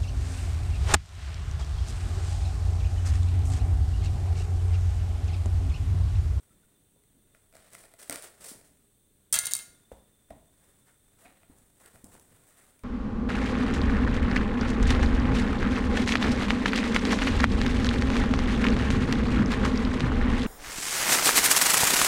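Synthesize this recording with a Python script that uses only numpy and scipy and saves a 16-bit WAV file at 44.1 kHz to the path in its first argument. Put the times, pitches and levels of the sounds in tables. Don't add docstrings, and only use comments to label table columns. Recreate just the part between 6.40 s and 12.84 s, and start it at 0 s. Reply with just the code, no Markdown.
import sys
import numpy as np
from scipy import signal
from scipy.fft import rfft, irfft
from scipy.io import wavfile

SR = 44100
rng = np.random.default_rng(int(sys.argv[2]) if len(sys.argv) > 2 else 0)


def wrap_up_sound(samples):
    columns = np.atleast_2d(samples).T
    tamed = np.clip(columns, -1, 1)
    steps = np.round(tamed * 32767).astype(np.int16)
    wavfile.write(sys.argv[1], SR, steps)


N = 283853


def amp(db):
    return 10 ** (np.asarray(db) / 20)


def rms_one(x):
    return x / np.sqrt(np.mean(x ** 2) + 1e-20)


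def in_time(rows):
    s, *columns = np.transpose(rows)
    return [np.interp(np.arange(N) / SR, s, c) for c in columns]


def kernel(spectrum, size=4096):
    hz, level_db = np.transpose(spectrum)
    log_grid = np.log(np.fft.rfftfreq(size, 1 / SR) + 1)
    level_on_grid = np.interp(log_grid, np.log(hz), level_db)
    cepstrum = irfft(np.log(amp(level_on_grid)))
    cepstrum[1:size // 2] *= 2
    cepstrum[size // 2 + 1:] = 0
    response = irfft(np.exp(rfft(cepstrum)))
    return response / np.sqrt(np.sum(response ** 2))


def colour(x, spectrum):
    return signal.fftconvolve(x, kernel(spectrum))[:len(x)]


def drift(rate_hz):
    noise = rng.standard_normal(N + SR)
    b, a = signal.butter(2, rate_hz, fs=SR)
    return rms_one(signal.lfilter(b, a, noise)[SR:])


def ring(clicks, hz, t60_s):
    radius = amp(-60 / (t60_s * SR))
    angle = 2 * np.pi * hz / SR
    feedback = [1, -2 * radius * np.cos(angle), radius * radius]
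    return signal.lfilter([0, np.sin(angle)], feedback, clicks + 1e-18)


SCATTER_DB = 4


def strike(times_s, blows_db, modes):
    at = np.round(times_s * SR).astype(int)
    out = np.zeros(N)
    chance = rng.standard_normal((len(at), 2, len(modes)))
    for k, (hz, level_db, t60_s) in enumerate(modes):
        strength = amp(blows_db + level_db + SCATTER_DB * chance[:, 0, k])
        clicks = np.zeros(N)
        clicks[at] = strength * np.sign(chance[:, 1, k])
        out += ring(clicks, hz, t60_s)
    return out


FIRST_TOUCH_DB = 11.5


def bursts(times_s, peaks_db, t60s_s, spectrum, size=8192):
    out = np.zeros(N + 2 * size)
    response = kernel(spectrum)
    t = np.arange(size) / SR
    for s, peak_db, t60_s in zip(times_s, peaks_db, np.broadcast_to(t60s_s, len(times_s))):
        noise = rng.standard_normal(size) * amp(-60 * t / max(t60_s, 1e-3))
        noise[0] = amp(FIRST_TOUCH_DB)
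        burst = signal.fftconvolve(noise, response)
        at = round(s * SR)
        out[at:at + len(burst)] += amp(peak_db) * burst / np.abs(burst).max()
    return out[:N]


ATTACK_S, SAG_DB_PER_S = 0.012, 32


def swells(starts_s, holds_s, levels_db, fall_db_per_s):
    out = np.zeros(N)
    t = np.arange(SR) / SR
    rise = np.minimum(t / ATTACK_S, 1) ** 2
    for s, hold_s, level_db in zip(starts_s, np.broadcast_to(holds_s, len(starts_s)), levels_db):
        sag_db = SAG_DB_PER_S * np.clip(t - ATTACK_S, 0, hold_s)
        fall_db = fall_db_per_s * np.maximum(t - ATTACK_S - hold_s, 0)
        part = out[round(s * SR):][:SR]
        part += (rise * amp(level_db - sag_db - fall_db))[:len(part)]
    return out


GRAINS_PER_S, GRAIN_SPREAD_DB = 5000, 2
GRAIN_CLUMP_DB = 2


def grains():
    sizes = amp(GRAIN_SPREAD_DB * np.minimum(rng.exponential(1, N), 6))
    signs = rng.choice([-1, 1], N)
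    present = rng.random(N) < GRAINS_PER_S / SR
    return rms_one(sizes * signs * present * amp(GRAIN_CLUMP_DB * drift(55)))


# start_s, hold_s, hiss_db, cardboard_db (over the hiss)
STROKES = [(.94, 0.0052, -69.5, -6), (1.135, 0.14, -64, 0), (1.31, 0.085, -55.5, -7),
           (1.42, 0.029, -65, -2.5), (1.58, 0.039, -51.5, -7.5), (1.66, 0.033, -66, -9),
           (1.703, 0.01, -51.5, 7.5), (1.72, 0.013, -48, -12), (1.765, 0.054, -53.5, -6),
           (1.82, 0.015, -49, -6), (2.0, 0.028, -52, -7), (2.03, 0.037, -46, -11.5),
           (2.075, 0.019, -46.5, -18), (2.13, 0.044, -63.5, -8), (2.24, 0.0083, -65, -10)]
# start_s, hold_s, hiss_db, cardboard_db (over the hiss)
RUBS = [(3.505, .005, -63.5, -3), (3.895, .005, -73, 6), (4.2, 0.086, -76, -5), (4.46, .02, -70, -4),
        (4.78, 0.047, -63.5, -7), (4.84, 0.031, -77, 10.5), (5.09, 0.013, -76, -8),
        (5.165, 0.024, -74, -30), (5.39, 0.039, -63.5, -6), (5.45, .005, -62.5, -1.5),
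        (5.53, 0.016, -62, -5), (5.635, .02, -63.5, -15), (5.71, 0.026, -59, -5), (5.785, 0.0062, -68, -38),
        (5.9, 0.041, -73.5, 0), (6.06, 0.022, -69, -16), (6.165, 0.079, -67, -7)]
# time_s, hiss_db, cardboard_db (over the hiss)
RESTLESS = [(0, -68, -8), (.26, -74.5, -4), (.56, -85, 1), (.9, -82, 2.5), (1.06, -75, -4.5),
            (2.0, -64.5, -5), (2.45, -75, -6), (2.6, -88, 0.5), (3.3, -73, 3), (3.42, -71, -6.5),
            (3.85, -77.5, -2.5), (4.38, -68, -7.5), (4.6, -72.5, -7), (5.0, -71.5, 0.5), (5.3, -69, -8),
            (5.9, -66.5, -8.5), (6.14, -63.5, -5), (6.44, -71, -5)]
# pitch_hz, level_db
TAPE = [(1500, -42), (2500, -19), (3200, -12), (4400, -10), (5700, -7.5), (7150, -8), (7900, -1.5),
        (9700, -1.5), (11000, -11), (13000, -13), (15500, -11), (17000, -6)]
# pitch_hz, level_db
FINGERS = [(1500, -18), (2500, -35.5), (3500, -30.5), (5300, -17.5), (7200, -11), (7900, -5), (9700, -6),
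           (11000, -14), (13000, -15), (15500, -13.5), (17000, -7)]
# pitch_hz, level_db
CARDBOARD = [(200, -27.5), (350, -1), (620, 1), (850, -5.5), (1200, -5), (1900, -3.5), (2500, -8.5),
             (4000, -10), (5500, -25), (9000, -51)]
HISS_FALL_DB_PER_S, CARD_FALL_DB_PER_S = 326, 293


def rubbing():
    friction = grains()
    rustle = colour(friction, CARDBOARD)
    hiss_db, card_db = in_time(RESTLESS)
    out = amp(hiss_db) * (colour(friction, FINGERS) + amp(card_db) * rustle)
    for table, spectrum in ((STROKES, TAPE), (RUBS, FINGERS)):
        start_s, hold_s, hiss_db, card_db = np.transpose(table)
        out += swells(start_s, hold_s, hiss_db, HISS_FALL_DB_PER_S) * colour(friction, spectrum)
        out += swells(start_s, hold_s, hiss_db + card_db, CARD_FALL_DB_PER_S) * rustle
    return out


# start_s, peak_db, box_db (drive of the box ring over the peak)
SNAPS = [(0.6374, -51, -2), (0.9486, -50, 5), (1.1266, -44.5, -0.5), (1.138, -47.5, 4), (1.1533, -35, -6),
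         (1.1675, -37.5, -2), (1.3044, -47, -20), (1.327, -56, -16), (1.3339, -33.5, -9), (1.3464, -34, -7),
         (1.3507, -32, -1), (1.3997, -46, 2), (1.4389, -43.5, 5), (1.5385, -37, -3), (1.5974, -40, -25),
         (1.6074, -36, -9), (1.6312, -38, -6), (1.6824, -44, -1), (1.6971, -14.5, -4.5),
         (1.709, -19.5, -10), (1.7127, -37, 8), (1.726, -18.5, -7), (1.743, -34, -21), (1.7584, -21.5, -6),
         (1.7752, -35, -23), (1.824, -29, -34), (1.8477, -34, -8), (2.0474, -40, -1), (2.213, -45, -2),
         (2.2544, -47, -6), (3.9051, -44.5, 3.5), (4.7994, -55, -12), (5.0187, -60, 3), (5.033, -56, 9),
         (5.1861, -43, -28), (5.4094, -50.5, 6.5), (5.46, -34.5, -27), (5.558, -40.5, -3.5),
         (5.6436, -32.5, -21), (5.742, -42, -15), (5.7973, -39.5, -24), (6.3929, -45.5, -7)]
# pitch_hz, level_db, t60_s
BOX = [(283, -24, 0.067), (577, -17.5, 0.027), (663, -15.5, 0.045), (900, -41, 0.013), (1413, -12.5, 0.013),
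       (2023, -14.5, 0.016), (2390, -14.5, 0.01)]
CRACKLE_T60_S = 0.007


def snaps():
    start_s, peak_db, box_db = np.transpose(SNAPS)
    crack = bursts(start_s, peak_db, CRACKLE_T60_S, TAPE)
    return crack + strike(start_s, peak_db + box_db, BOX)


# start_s, peak_db, chatter_t60_s, weight_db (on the plate)
CLATTER = [(2.9264, -10.5, 0.06, -31.5), (2.9299, -15, 0.027, -32.5), (2.935, -21, 0.042, -37),
           (2.9412, -8.5, 0.013, -24), (2.9454, -12.5, .02, -37.5), (2.9490, -16.5, 0.013, -52),
           (2.9553, -10.5, 0.019, -31), (2.9622, -13, 0.0081, -28), (2.9730, -28, 0.036, -35.5),
           (2.9889, -6, 0.0053, -48), (2.9944, -17, 0.0049, -47), (3.0361, -30, 0.0063, -33.5),
           (3.0530, -19, 0.00458, -40.5), (3.0568, -15.5, 0.0056, -47), (3.0683, -12.5, 0.012, -34),
           (3.0736, -25, 0.015, -47), (3.1105, -19, .004, -39.5), (3.1150, -23, 0.011, -45),
           (3.1196, -20, 0.0079, -43.5), (3.1356, -7.5, 0.003, -39.5), (3.1516, -14, 0.011, -39),
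           (3.1660, -20, 0.012, -52), (3.1900, -28, 0.01, -40)]
# pitch_hz, level_db
CRACK = [(2500, -55.5), (3700, -17), (4400, -32.5), (5250, -11.5), (6250, -4), (7000, -10), (7800, -1),
         (9500, 2.5), (10500, -8.5), (13000, -11), (15500, -11.5), (17000, -11)]
# pitch_hz, level_db, t60_s
BLADE = [(3880, -8.5, 0.058), (4520, -6, 0.028), (4570, -8.5, 0.032), (5020, -9.5, 0.027),
         (5500, -14.5, 0.037), (6240, -6.5, 0.032), (6500, -13, 0.042), (7050, 2.5, 0.0192),
         (7150, -5.5, 0.012), (8300, -16, 0.023), (8300, -5, 0.016), (8600, -2, 0.023), (10040, -22, 0.031),
         (9140, 2.5, 0.021)]
# pitch_hz, level_db
THUD = [(40, -9), (120, -5), (500, -16), (1000, -8), (1700, -3), (2200, -8), (3300, -3), (4200, -0.5),
        (6000, -23.5)]
# pitch_hz, level_db, t60_s
PLATE = [(500, -21, 0.099), (653, -25.5, 0.51), (900, -25, 0.22), (1103, -24, 0.19), (1282, -19, 0.19),
         (1420, -23.5, 0.56), (1647, -21, 0.3), (1675, -20.5, 0.276), (1742, -19.5, .25), (1850, -19, 0.36),
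         (2040, -13.5, 0.16), (2118, -20, 0.27), (2114, -12, .3), (2270, -22, 0.1), (2690, -13.5, 0.1095),
         (2566, -38, 0.1), (3226, -13, 0.14), (3566, -26, 0.05)]
BLADE_DB, PLATE_DB = -19.5, -4.5
THUD_T60_S = 0.13


def knife():
    start_s, peak_db, chatter_t60_s, weight_db = np.transpose(CLATTER)
    thud = bursts(start_s, weight_db, THUD_T60_S, THUD)
    plate = strike(start_s, weight_db + PLATE_DB, PLATE)
    crack = bursts(start_s, peak_db, chatter_t60_s, CRACK)
    blade = strike(start_s, peak_db + BLADE_DB, BLADE)
    return crack + blade + thud + plate


# start_s, peak_db, pitch_hz, thump_db (over the peak)
KNOCKS = [(0.561, -57, 540, -22), (2.115, -42, 238, -30), (3.517, -34, 480, -15), (3.907, -36, 627, -12.5),
          (4.289, -62.5, 292, 0), (4.477, -70, 259, -22.5), (4.857, -55, 298, -27), (5.098, -46, 265, -14),
          (5.454, -55.5, 448, -6.5), (5.551, -49.5, 527, -12), (5.64, -41, 292, -21),
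          (5.752, -43.5, 523, -13)]
# pitch_hz, level_db
HOLLOW = [(90, -34), (160, 4), (320, -20), (480, -5.5), (600, -3), (760, 4), (1000, 2.5), (1350, -15),
          (2000, -58), (4000, -44)]
HOLLOW_DB, HOLLOW_T60_S = -15, 0.36
PUSH_T60_S, KNOCK_T60_S = 0.013, 0.018
THUMP_HZ, THUMP_T60_S = 59, 0.22


def knocks():
    start_s, peak_db = np.transpose(KNOCKS)[:2]
    out = bursts(start_s, peak_db + HOLLOW_DB, HOLLOW_T60_S, HOLLOW)
    t = np.arange(SR // 2) / SR
    for s, peak_db, hz, thump_db in KNOCKS:
        push = rng.standard_normal(SR // 2) * amp(-60 * t / PUSH_T60_S)
        panel = ring(push, hz, KNOCK_T60_S)
        thump = ring(push, THUMP_HZ, THUMP_T60_S)
        blow = panel / np.abs(panel).max() + amp(thump_db) * thump / np.abs(thump).max()
        at = round(s * SR)
        out[at:at + SR // 2] += amp(peak_db) * blow[:N - at]
    return out


# time_s, pitch_hz, level_db
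CREAK = [(4.81, 600, -83), (4.84, 653, -63), (4.865, 697, -53.5), (4.885, 768, -58), (4.905, 746, -73),
         (4.93, 754, -64.5), (4.96, 760, -85)]
CREAK_WOBBLE, CREAK_FLUTTER_DB = 0.03, 4


def creak():
    hz, level_db = in_time(CREAK)
    t = np.arange(N) / SR
    bending = (t > CREAK[0][0]) & (t < CREAK[-1][0])
    turns = np.cumsum(hz * (1 + CREAK_WOBBLE * drift(60))) / SR
    strength = amp(level_db + CREAK_FLUTTER_DB * drift(70))
    return bending * strength * np.sin(2 * np.pi * turns)


# start_s, length_s, pitch_hz, width_hz, level_db
SCUFFS = [(0.089, 0.047, 1320, 100, -73), (0.222, 0.026, 1463, 100, -74), (4.459, 0.063, 1810, 1000, -65.5),
          (4.846, 0.028, 2320, 890, -55), (5.414, 0.086, 1790, 600, -62), (6.159, 0.091, 2020, 900, -69.5)]


def scuffs():
    out = np.zeros(N)
    for s, length_s, hz, width_hz, level_db in SCUFFS:
        t60_s = np.log(1000) / np.pi / width_hz
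        noise = rng.standard_normal(SR // 4)
        resonant = rms_one(ring(ring(noise, hz, t60_s), hz, t60_s))
        slip = resonant[:round(min(length_s, 0.25) * SR)]
        out[round(s * SR):][:len(slip)] += amp(level_db) * slip * np.hanning(len(slip))
    return out


# start_s, level_db
JOLTS = [(.1, -69.5), (.74, -73), (.93, -92), (1.13, -73), (1.32, -66), (1.68, -72), (1.99, -65),
         (2.14, -63.5), (2.92, -69), (3.12, -62), (3.27, -65.5), (3.51, -59.5), (3.895, -54.5),
         (4.845, -68), (5.09, -61.5), (5.528, -63), (5.63, -58), (5.73, -64.5), (5.9, -66.5)]
# pitch_hz, level_db
RUMBLE = [(20, -11.5), (55, -4.5), (120, -3.5), (200, -3.5), (310, -8), (500, -15), (700, -23.5),
          (1300, -69.5)]
RUMBLE_DB = -71.5
JOLT_HOLD_S, JOLT_FALL_DB_PER_S = 0.0036, 148


def rumble():
    start_s, level_db = np.transpose(JOLTS)
    gain = amp(RUMBLE_DB) + swells(start_s, JOLT_HOLD_S, level_db, JOLT_FALL_DB_PER_S)
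    return gain * colour(rng.standard_normal(N), RUMBLE)


ROOM_DB, ROOM_BUILD_S = -9.5, 0.006
ROOM_T60_S, TREBLE_T60_S, ROOM_SPLIT_HZ = 0.48, 0.37, 4500


def room(x):
    t = np.arange(SR) / SR
    white = rng.standard_normal(SR)
    low = signal.lfilter(*signal.butter(1, ROOM_SPLIT_HZ, fs=SR), white)
    treble = white - low
    tail = low * amp(-60 * t / ROOM_T60_S) + treble * amp(-60 * t / TREBLE_T60_S)
    tail *= np.minimum(t / ROOM_BUILD_S, 1) ** 2
    tail /= np.sqrt(np.sum(tail ** 2))
    return amp(ROOM_DB) * signal.fftconvolve(x, tail)[:N]


# pitch_hz, level_db
HUM = [(12, -42), (20, 6), (32, -7), (53, -5), (104, -5), (224, -31.5), (295, -8), (321, -35), (408, -6),
       (476, -29.5), (1200, -31.5), (1560, -68.5), (2640, -120)]
# pitch_hz, level_db
HISS = [(600, -13.5), (1200, -17), (2300, -16.5), (3600, -11.5), (4200, -14), (5300, -23.5), (6000, -12.5),
        (7300, -15), (8000, -2), (9600, -3.5), (10500, -12), (12500, -14), (15500, -7), (17000, -0.5)]
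# time_s, level_db
INSECT = [(0, -85), (3.2, -87.5), (3.4, -75), (3.9, -83), (4.6, -81), (5, -88), (6.44, -85)]
HUM_DB, HISS_DB = -73, -64.5
INSECT_HZ, INSECT_WIDTH_HZ = 3556, 30


def background():
    hum, hiss, note = rng.standard_normal((3, N))
    note_t60_s = np.log(1000) / np.pi / INSECT_WIDTH_HZ
    note = rms_one(ring(note, INSECT_HZ, note_t60_s))
    insect = amp(in_time(INSECT)[0]) * note
    return amp(HUM_DB) * colour(hum, HUM) + amp(HISS_DB) * colour(hiss, HISS) + insect


def scene():
    near = rubbing() + snaps() + knife() + knocks() + creak() + scuffs() + rumble()
    return (near + room(near) + background())[None]


CUTOFF_HZ = 16600


def record(dry):
    low_pass = signal.cheby2(16, 70, CUTOFF_HZ, fs=SR, output="sos")
    return signal.sosfilt(low_pass, dry)


dry = scene()
out = record(dry)
wrap_up_sound(out)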